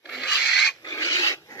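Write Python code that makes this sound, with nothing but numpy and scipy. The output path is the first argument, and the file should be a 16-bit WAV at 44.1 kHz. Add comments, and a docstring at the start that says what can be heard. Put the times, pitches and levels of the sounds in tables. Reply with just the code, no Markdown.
"""A small wild animal, held down in dry grass, hisses twice at close range and starts a third time.
Each hiss is fluttering breath ringing in the mouth, whose shape changes as the jaws part.
A hoarse growl sounds in the throat below it, with brief rough tones and a fine sizzle on top.
Diffuse sound and short drifting echoes widen the hiss in stereo.
Grass crackles faintly over a low rumble and quiet outdoor noise."""
import sys
import numpy as np
from scipy import signal
from scipy.fft import rfft, irfft, next_fast_len
from scipy.io import wavfile
from scipy.ndimage import uniform_filter1d

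SR = 44100
rng = np.random.default_rng(int(sys.argv[2]) if len(sys.argv) > 2 else 0)


def dump(signal):
    """Clip the signal to [-1, 1] and save it as 16-bit WAV at the path in sys.argv[1]."""
    limited = np.clip(np.atleast_2d(signal).T, -1, 1)
    pcm = np.round(limited * 32767).astype(np.int16)
    wavfile.write(sys.argv[1], SR, pcm)


N = 70560
T = np.arange(N) / SR

# Breath force per hiss. Each row: time in seconds, level in dB.
FORCE_1_DB = [(.035, -69), (.056, -50), (.085, -45.5), (.095, -42), (.135, -31.5), (.18, -34.5),
              (.265, -28), (.295, -23), (.352, -18.5), (.41, -22), (.44, -21.5), (.49, -20.5), (.595, -18),
              (.63, -18.5), (.682, -19), (.70, -30.5), (.722, -44.5), (.80, -65.5)]
FORCE_2_DB = [(.825, -60.5), (.865, -37.5), (.92, -31), (.96, -33), (1.01, -27.5), (1.025, -23.5),
              (1.10, -24), (1.15, -20.5), (1.215, -22.5), (1.275, -19), (1.305, -24.5), (1.338, -31),
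              (1.358, -46.5), (1.43, -69)]
FORCE_3_DB = [(1.47, -62), (1.51, -41), (1.572, -43), (1.6, -33.5)]
# Resonances per mouth shape. Each row: centre in Hz, width in Hz, relative level in dB.
PARTED = [(1270, 210, -12), (1698, 470, -3), (2213, 440, -2), (3010, 1300, -5.5), (4260, 920, -7),
          (5100, 6500, -15.5)]
GAPING = [(1226, 150, -8.5), (1820, 1120, 1), (2280, 420, -14), (2902, 260, 0), (3350, 260, -6),
          (3955, 580, -5), (4740, 510, -5), (5770, 2800, -7)]
SNARLING = [(797, 300, -24), (1284, 170, -17.5), (1770, 650, -3.5), (2276, 610, 1), (3336, 500, -8),
            (4250, 1060, -3.5), (4970, 2200, -9), (6160, 1860, -13)]
PARTED_AGAIN = [(1257, 130, -5.5), (1580, 300, 0), (2056, 300, 1), (2450, 400, 2.5), (3450, 700, -0.5),
                (4360, 600, -7), (5789, 3100, -11)]
SPITTING = [(1382, 260, -10.5), (1780, 680, -1.5), (2170, 750, -3), (2953, 520, -1), (3910, 505, -9),
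            (4360, 1150, -3.5), (5600, 710, -13.5), (6370, 2700, -14.5)]
NEARLY_SHUT = [(1280, 1500, -3), (1970, 450, 3), (3260, 480, -28), (5760, 2700, -11.5)]
# Jaw positions per hiss. Each row: start in seconds, mouth shape.
SHAPES_1 = [(0, PARTED), (0.276, GAPING), (0.378, SNARLING)]
SHAPES_2 = [(.8, PARTED_AGAIN), (1.022, SPITTING)]
SHAPES_3 = [(1.45, NEARLY_SHUT)]
# Resonances moved by lips and tongue. Each row: time in seconds, main centre in Hz, upper centre in Hz.
GLIDE_1_HZ = [(0.081, 2280, 4300), (0.188, 2137, 4150), (.27, 2292, 4250), (.305, 2772, 4300),
              (.35, 2954, 4700), (.39, 2064, 4100), (0.461, 2380, 4350), (.54, 2046, 4300),
              (0.606, 2154, 4220), (0.659, 2481, 4450), (0.719, 2403, 4500)]
GLIDE_2_HZ = [(0.859, 2200, 4190), (.93, 2300, 4217), (1.02, 2330, 4400), (1.131, 2380, 4310),
              (1.19, 2600, 4333), (1.263, 2720, 4660), (1.329, 2650, 3856)]
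GLIDE_3_HZ = [(1.502, 1893, 4400), (1.6, 1920, 4440)]
def hiss(force, shapes, glide, jaw_move_s=0.025):
    """Fluttering breath rings in the mouth's successive shapes and in two gliding resonances."""
    puffs = flutter()
    breath = mouth(shapes[0][1], puffs)
    for start_s, shape in shapes[1:]:
        share = np.clip((T - start_s) / jaw_move_s + .5, 0, 1)
        breath = np.sqrt(1 - share) * breath + np.sqrt(share) * mouth(shape, puffs)
    times_s, main_hz, upper_hz = np.transpose(glide)
    effort = level(force) / level(FORCE_1_DB).max()
    main = from_db(-4.5) * gliding_resonance(times_s, main_hz, puffs, width_hz=276)
    upper = from_db(-10) * effort ** 0.52 * gliding_resonance(times_s, upper_hz, puffs, width_hz=340)
    breath = butterworth(breath + main + upper, 7680, order=8)
    return steady(breath, window_s=0.038) * level(force) * catches()


def mouth(shape, puffs, swell_db=1.8, swell_hz=12):
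    """Air noise in one mouth shape; each resonance swells and sinks on its own."""
    out = 0
    for hz, width_hz, db in shape:
        out += turbulence([(hz, width_hz, 0)], puffs) * from_db(db + swell_db * wander(swell_hz))
    return unit_power(out)


def gliding_resonance(times_s, centres_hz, puffs, width_hz):
    """Puffs of air noise in a resonance whose centre moves."""
    carrier = np.cos(2 * np.pi * np.cumsum(np.interp(T, times_s, centres_hz)) / SR)
    radius = np.exp(-np.pi * width_hz / SR)
    low_noise = signal.lfilter([1], [1, -2 * radius, radius ** 2], puffs * rng.standard_normal((3, N)))
    return steady(unit_power(low_noise * carrier), window_s=0.028)


def flutter(rate_hz=131.5, jitter=.4, decay_s=0.0075, depth=0.85):
    """Airflow gain: soft tissue flaps unevenly, letting out a puff each time."""
    gaps_s = np.exp(jitter * rng.standard_normal(600)) / rate_hz
    flaps_s = np.r_[0, np.cumsum(gaps_s)]
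    since_flap_s = T - flaps_s[np.searchsorted(flaps_s, T, side="right") - 1]
    return 1 + depth * np.exp(-since_flap_s / decay_s)


# Catches of breath. Each row: start in seconds, gain in dB.
CATCHES_DB = [(.054, 12.5), (0.091, 10), (0.234, 5.5), (0.421, 3), (0.454, 4), (.563, 1.5), (0.846, 8.5),
              (1.038, -4)]
def catches(length_s=0.0084):
    """Gain of the breath as it catches and bursts out."""
    return from_db(sum(db * np.exp(-(2 * (T - s) / length_s - 1) ** 4) for s, db in CATCHES_DB))


# Growl strength per hiss. Each row: time in seconds, level in dB.
GROWL_1_DB = [(.03, -99), (.048, -51), (.09, -47.5), (.2, -44), (.27, -46.5), (.32, -50), (.4, -50),
              (.52, -64.5), (.58, -56.5), (.66, -59), (.69, -52), (.72, -60)]
GROWL_2_DB = [(.82, -62.5), (.86, -46.5), (.96, -41), (1.07, -38), (1.1, -43), (1.136, -40), (1.175, -44),
              (1.198, -37.5), (1.22, -41), (1.285, -40.5), (1.335, -40), (1.358, -54.5), (1.46, -66)]
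GROWL_3_DB = [(1.47, -67), (1.495, -51), (1.55, -47), (1.6, -44)]
# Throat resonances. Each row: centre in Hz, width in Hz, relative level in dB.
THROAT_1 = [(286, 116, -9.5), (360, 155, 0), (514, 186, 2.5), (712, 150, -0.5)]
THROAT_2 = [(333.6, 80, 0.5), (423, 214, -2), (519, 294, -1), (816, 150, -9.5), (1080, 190, -9)]
THROAT_3 = [(232, 300, 2), (486, 73, -2.5), (805, 110, -2)]
def growl(strength, throat):
    """Hoarse, pitchless flapping rings low in the throat."""
    rasp = butterworth(turbulence(throat, flutter()), 205, "high", order=6)
    return steady(rasp, window_s=0.055) * level(strength)


# Voiced moments. Each row: middle in seconds, half-length in seconds, pitch in Hz,
# glide in Hz per second, level in dB.
ROUGH_TONES = [(0.18, 0.075, 258, -7, -46.5), (0.268, 0.054, 520, 2.5, -46), (0.304, 0.032, 1230, 20, -37),
               (0.597, .035, 4220, -1500, -25), (0.652, .07, 845, 298.5, -49),
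               (0.689, .025, 1170, -4000, -40.5), (1.136, 0.038, 332, 1199.5, -38),
               (1.2, 0.024, 358, 6.5, -35), (1.25, 0.044, 820, 4.5, -39.5)]
def rough_tones(waver_hz=110.4, waver_depth=0.0347):
    """Short, wavering tones where the throat or mouth locks onto one pitch."""
    out = 0
    for middle_s, half_s, hz, glide_hz_per_s, db in ROUGH_TONES:
        pitch_hz = hz + glide_hz_per_s * np.clip(T - middle_s, -half_s, half_s)
        pitch_hz *= 1 + waver_depth * wander(waver_hz)
        envelope = from_db(db) * np.exp(-2 * ((T - middle_s) / half_s) ** 2)
        out += envelope * np.sqrt(2) * np.sin(2 * np.pi * np.cumsum(pitch_hz) / SR)
    return out


# Sizzle strength. Each row: time in seconds, level in dB.
SIZZLE_DB = [(0, -84), (.11, -58), (.22, -60.5), (.29, -57), (.346, -49), (.404, -55), (.69, -56.5),
             (.73, -73), (.83, -69), (.92, -63), (1.05, -56.5), (1.118, -61.5), (1.162, -51), (1.2, -54.5),
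             (1.264, -49), (1.322, -55.5), (1.39, -71.5), (1.6, -61)]
# Sizzle spectrum. Each row: centre in Hz, width in Hz, relative level in dB.
SIZZLE_BANDS = [(12300, 1600, -8.5), (10930, 1900, -16.5)]
def sizzle():
    """The finest hiss of air and dry stalks, at the top of the treble."""
    return turbulence(SIZZLE_BANDS, flutter(), channels=2) * level(SIZZLE_DB)


# Direct sound. Each row: frequency in Hz, phase lead of the left side in radians.
LEAD_1_RAD = [(1200, 0.37), (2200, -0.5), (2550, 1.4), (2800, 2.2), (3050, 3.7), (3800, 5.3), (4600, 7.77),
              (7000, 4.3)]
LEAD_2_RAD = [(900, 0.3), (1400, 1.26), (2300, 3), (3400, 4.07), (4200, 9.7), (5200, 10.8), (7000, 34)]
# Balance. Each row: frequency in Hz, left minus right in dB.
PAN_1_DB = [(900, -0.5), (1300, -2), (2100, -7), (3300, 0), (4300, -5), (6500, -7.5)]
PAN_2_DB = [(900, 0), (1400, -3), (2000, -5.5), (3000, 1), (4300, -1.5), (6500, -4.5)]
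PAN_3_DB = [(1000, -1), (1900, -4), (3300, -7), (6000, -6)]
# Stereo spread. Each row: frequency in Hz, level against the direct sound in dB.
SPREAD_1_DB = [(300, -8), (800, -23), (1300, -5), (2200, -1.5), (2900, -1.5), (3500, -6.5), (4300, 3.5),
               (6500, 4.5)]
SPREAD_2_DB = [(300, -14), (800, -6), (1300, -2), (2400, -4.5), (3400, 1), (4300, 0.5), (6500, 8)]
def place(source, lead_rad, pan_db, spread_db, echo_share=.8):
    """Stereo spread: the two sides are out of step, widened by diffuse sound and short echoes."""
    direct, diffuse = source[0], source[1:]
    size = next_fast_len(N + 4096)
    hz = np.fft.rfftfreq(size, 1 / SR)
    sides = np.array([[.5], [-.5]])
    phase_rad = np.interp(hz, *np.transpose([(0, 0), *lead_rad]))
    spread = from_db(at_hz(spread_db, hz))
    delayed = np.array([echoes(direct), echoes(direct)])
    wide = np.sqrt(echo_share) * delayed + np.sqrt(1 - echo_share) * diffuse
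    spectrum = rfft(direct, size) * np.exp(1j * sides * phase_rad) + spread * rfft(wide, size)
    balance = from_db(sides * at_hz(pan_db, hz))
    power = (1 + spread ** 2) * np.mean(balance ** 2, axis=0)
    return irfft(spectrum * balance / np.sqrt(power), size)[:, :N]


def echoes(x, count=8, base_s=.0005, range_s=.004, drift_s=.0005):
    """Very short echoes with drifting delays, together about as strong as the sound itself."""
    out = 0
    for lag, cycle, polarity in rng.random((count, 3)):
        delay_s = base_s + lag * range_s + drift_s * np.sin(2 * np.pi * (T + cycle))
        out += np.sign(polarity - .5) * np.interp(T - delay_s, T, x)
    return out / np.sqrt(count)


# Stalk resonances. Each row: centre in Hz, width in Hz, relative level in dB.
STALK_BANDS = [(1470, 1500, 4), (3070, 6000, -16), (5400, 1000, -0.5)]
def grass(crackles_per_s=900, spread_db=3, level_db=-62):
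    """Dry stalks crackle at random under the struggling animal."""
    sizes = from_db(spread_db * np.minimum(rng.exponential(1, N), 4))
    snaps = rng.random(N) < crackles_per_s / SR
    return from_db(level_db) * turbulence(STALK_BANDS, sizes * snaps)


# Rumble spectrum. Each row: centre in Hz, width in Hz, relative level in dB.
RUMBLE_BANDS = [(62, 82, -2.5), (122, 150, 9)]
# Rumble strength. Each row: time in seconds, gain in dB.
RUMBLE_DB = [(0, -93), (.1, -67), (.22, -64), (.32, -68), (.6, -73.5), (.8, -69.5), (.95, -68), (1.08, -63),
             (1.2, -63.5), (1.32, -65.5), (1.6, -63.5)]
def rumble():
    """Faint low noise swells and sinks."""
    return butterworth(turbulence(RUMBLE_BANDS), [40, 170], "band", order=6) * level(RUMBLE_DB)


# Background spectrum. Each row: centre in Hz, width in Hz, relative level in dB.
OUTDOOR_BANDS = [(332, 450, -4), (744, 870, -6.5), (2330, 3200, 2.5)]
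def outdoors(level_db=-56.5):
    """Quiet, steady, broad outdoor noise."""
    return from_db(level_db) * turbulence(OUTDOOR_BANDS)


def turbulence(bands, gate=1, channels=3):
    """Gated noise ringing in a set of resonances, independent in each channel."""
    out = 0
    for hz, width_hz, db in bands:
        out += from_db(db) * resonate(gate * rng.standard_normal((channels, N)), hz, width_hz)
    return unit_power(out)


def resonate(x, hz, width_hz):
    """A resonance applied twice, for deep valleys; unit power."""
    radius = np.exp(-np.pi * width_hz / SR)
    section = [1 - radius, 0, radius - 1, 1, -2 * radius * np.cos(2 * np.pi * hz / SR), radius ** 2]
    return unit_power(signal.sosfilt([section, section], x + 1e-18))


def steady(x, window_s):
    """Level out slow chance swells."""
    power = uniform_filter1d(x ** 2, int(window_s * SR), axis=-1)
    return x / np.sqrt(np.abs(power) + 1e-6)


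def wander(rate_hz):
    """Smooth random motion of unit spread."""
    return unit_power(butterworth(rng.standard_normal(N), rate_hz, order=2))


def level(curve, fall_db_per_s=200):
    """Gain from a dB curve over time, dying quickly beyond its ends."""
    times_s, db = np.transpose(curve)
    outside_s = np.maximum(times_s[0] - T, 0) + np.maximum(T - times_s[-1], 0)
    return from_db(np.interp(T, times_s, db) - fall_db_per_s * outside_s)


def at_hz(points, hz):
    """Read a table on a log-frequency axis."""
    points_hz, values = np.transpose(points)
    return np.interp(np.log(hz + 1), np.log(points_hz), values)


def butterworth(x, hz, kind="low", *, order):
    return signal.sosfilt(signal.butter(order, hz, kind, fs=SR, output="sos"), x)


def unit_power(x):
    return x / np.sqrt(np.mean(x ** 2) + 1e-20)


def from_db(db):
    return 10 ** (np.asarray(db) / 20)


def scene():
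    """Three hisses with their growls, in the grass; the animal turns after the first."""
    first = hiss(FORCE_1_DB, SHAPES_1, GLIDE_1_HZ) + growl(GROWL_1_DB, THROAT_1)
    second = hiss(FORCE_2_DB, SHAPES_2, GLIDE_2_HZ) + growl(GROWL_2_DB, THROAT_2)
    third = hiss(FORCE_3_DB, SHAPES_3, GLIDE_3_HZ) + growl(GROWL_3_DB, THROAT_3)
    fade_in = np.clip(T / 0.094, .2, 1)
    surroundings = (grass() + outdoors()) * fade_in + rumble()
    return (place(first, LEAD_1_RAD, PAN_1_DB, SPREAD_1_DB)
            + place(second + surroundings, LEAD_2_RAD, PAN_2_DB, SPREAD_2_DB)
            + place(third, LEAD_2_RAD, PAN_3_DB, SPREAD_2_DB)
            + rough_tones() + sizzle())


def record(dry, cutoff_hz=13050):
    """The top treble is cut steeply."""
    return signal.sosfilt(signal.ellip(12, .2, 80, cutoff_hz, fs=SR, output="sos"), dry)


dry = scene()
out = record(dry)
dump(out)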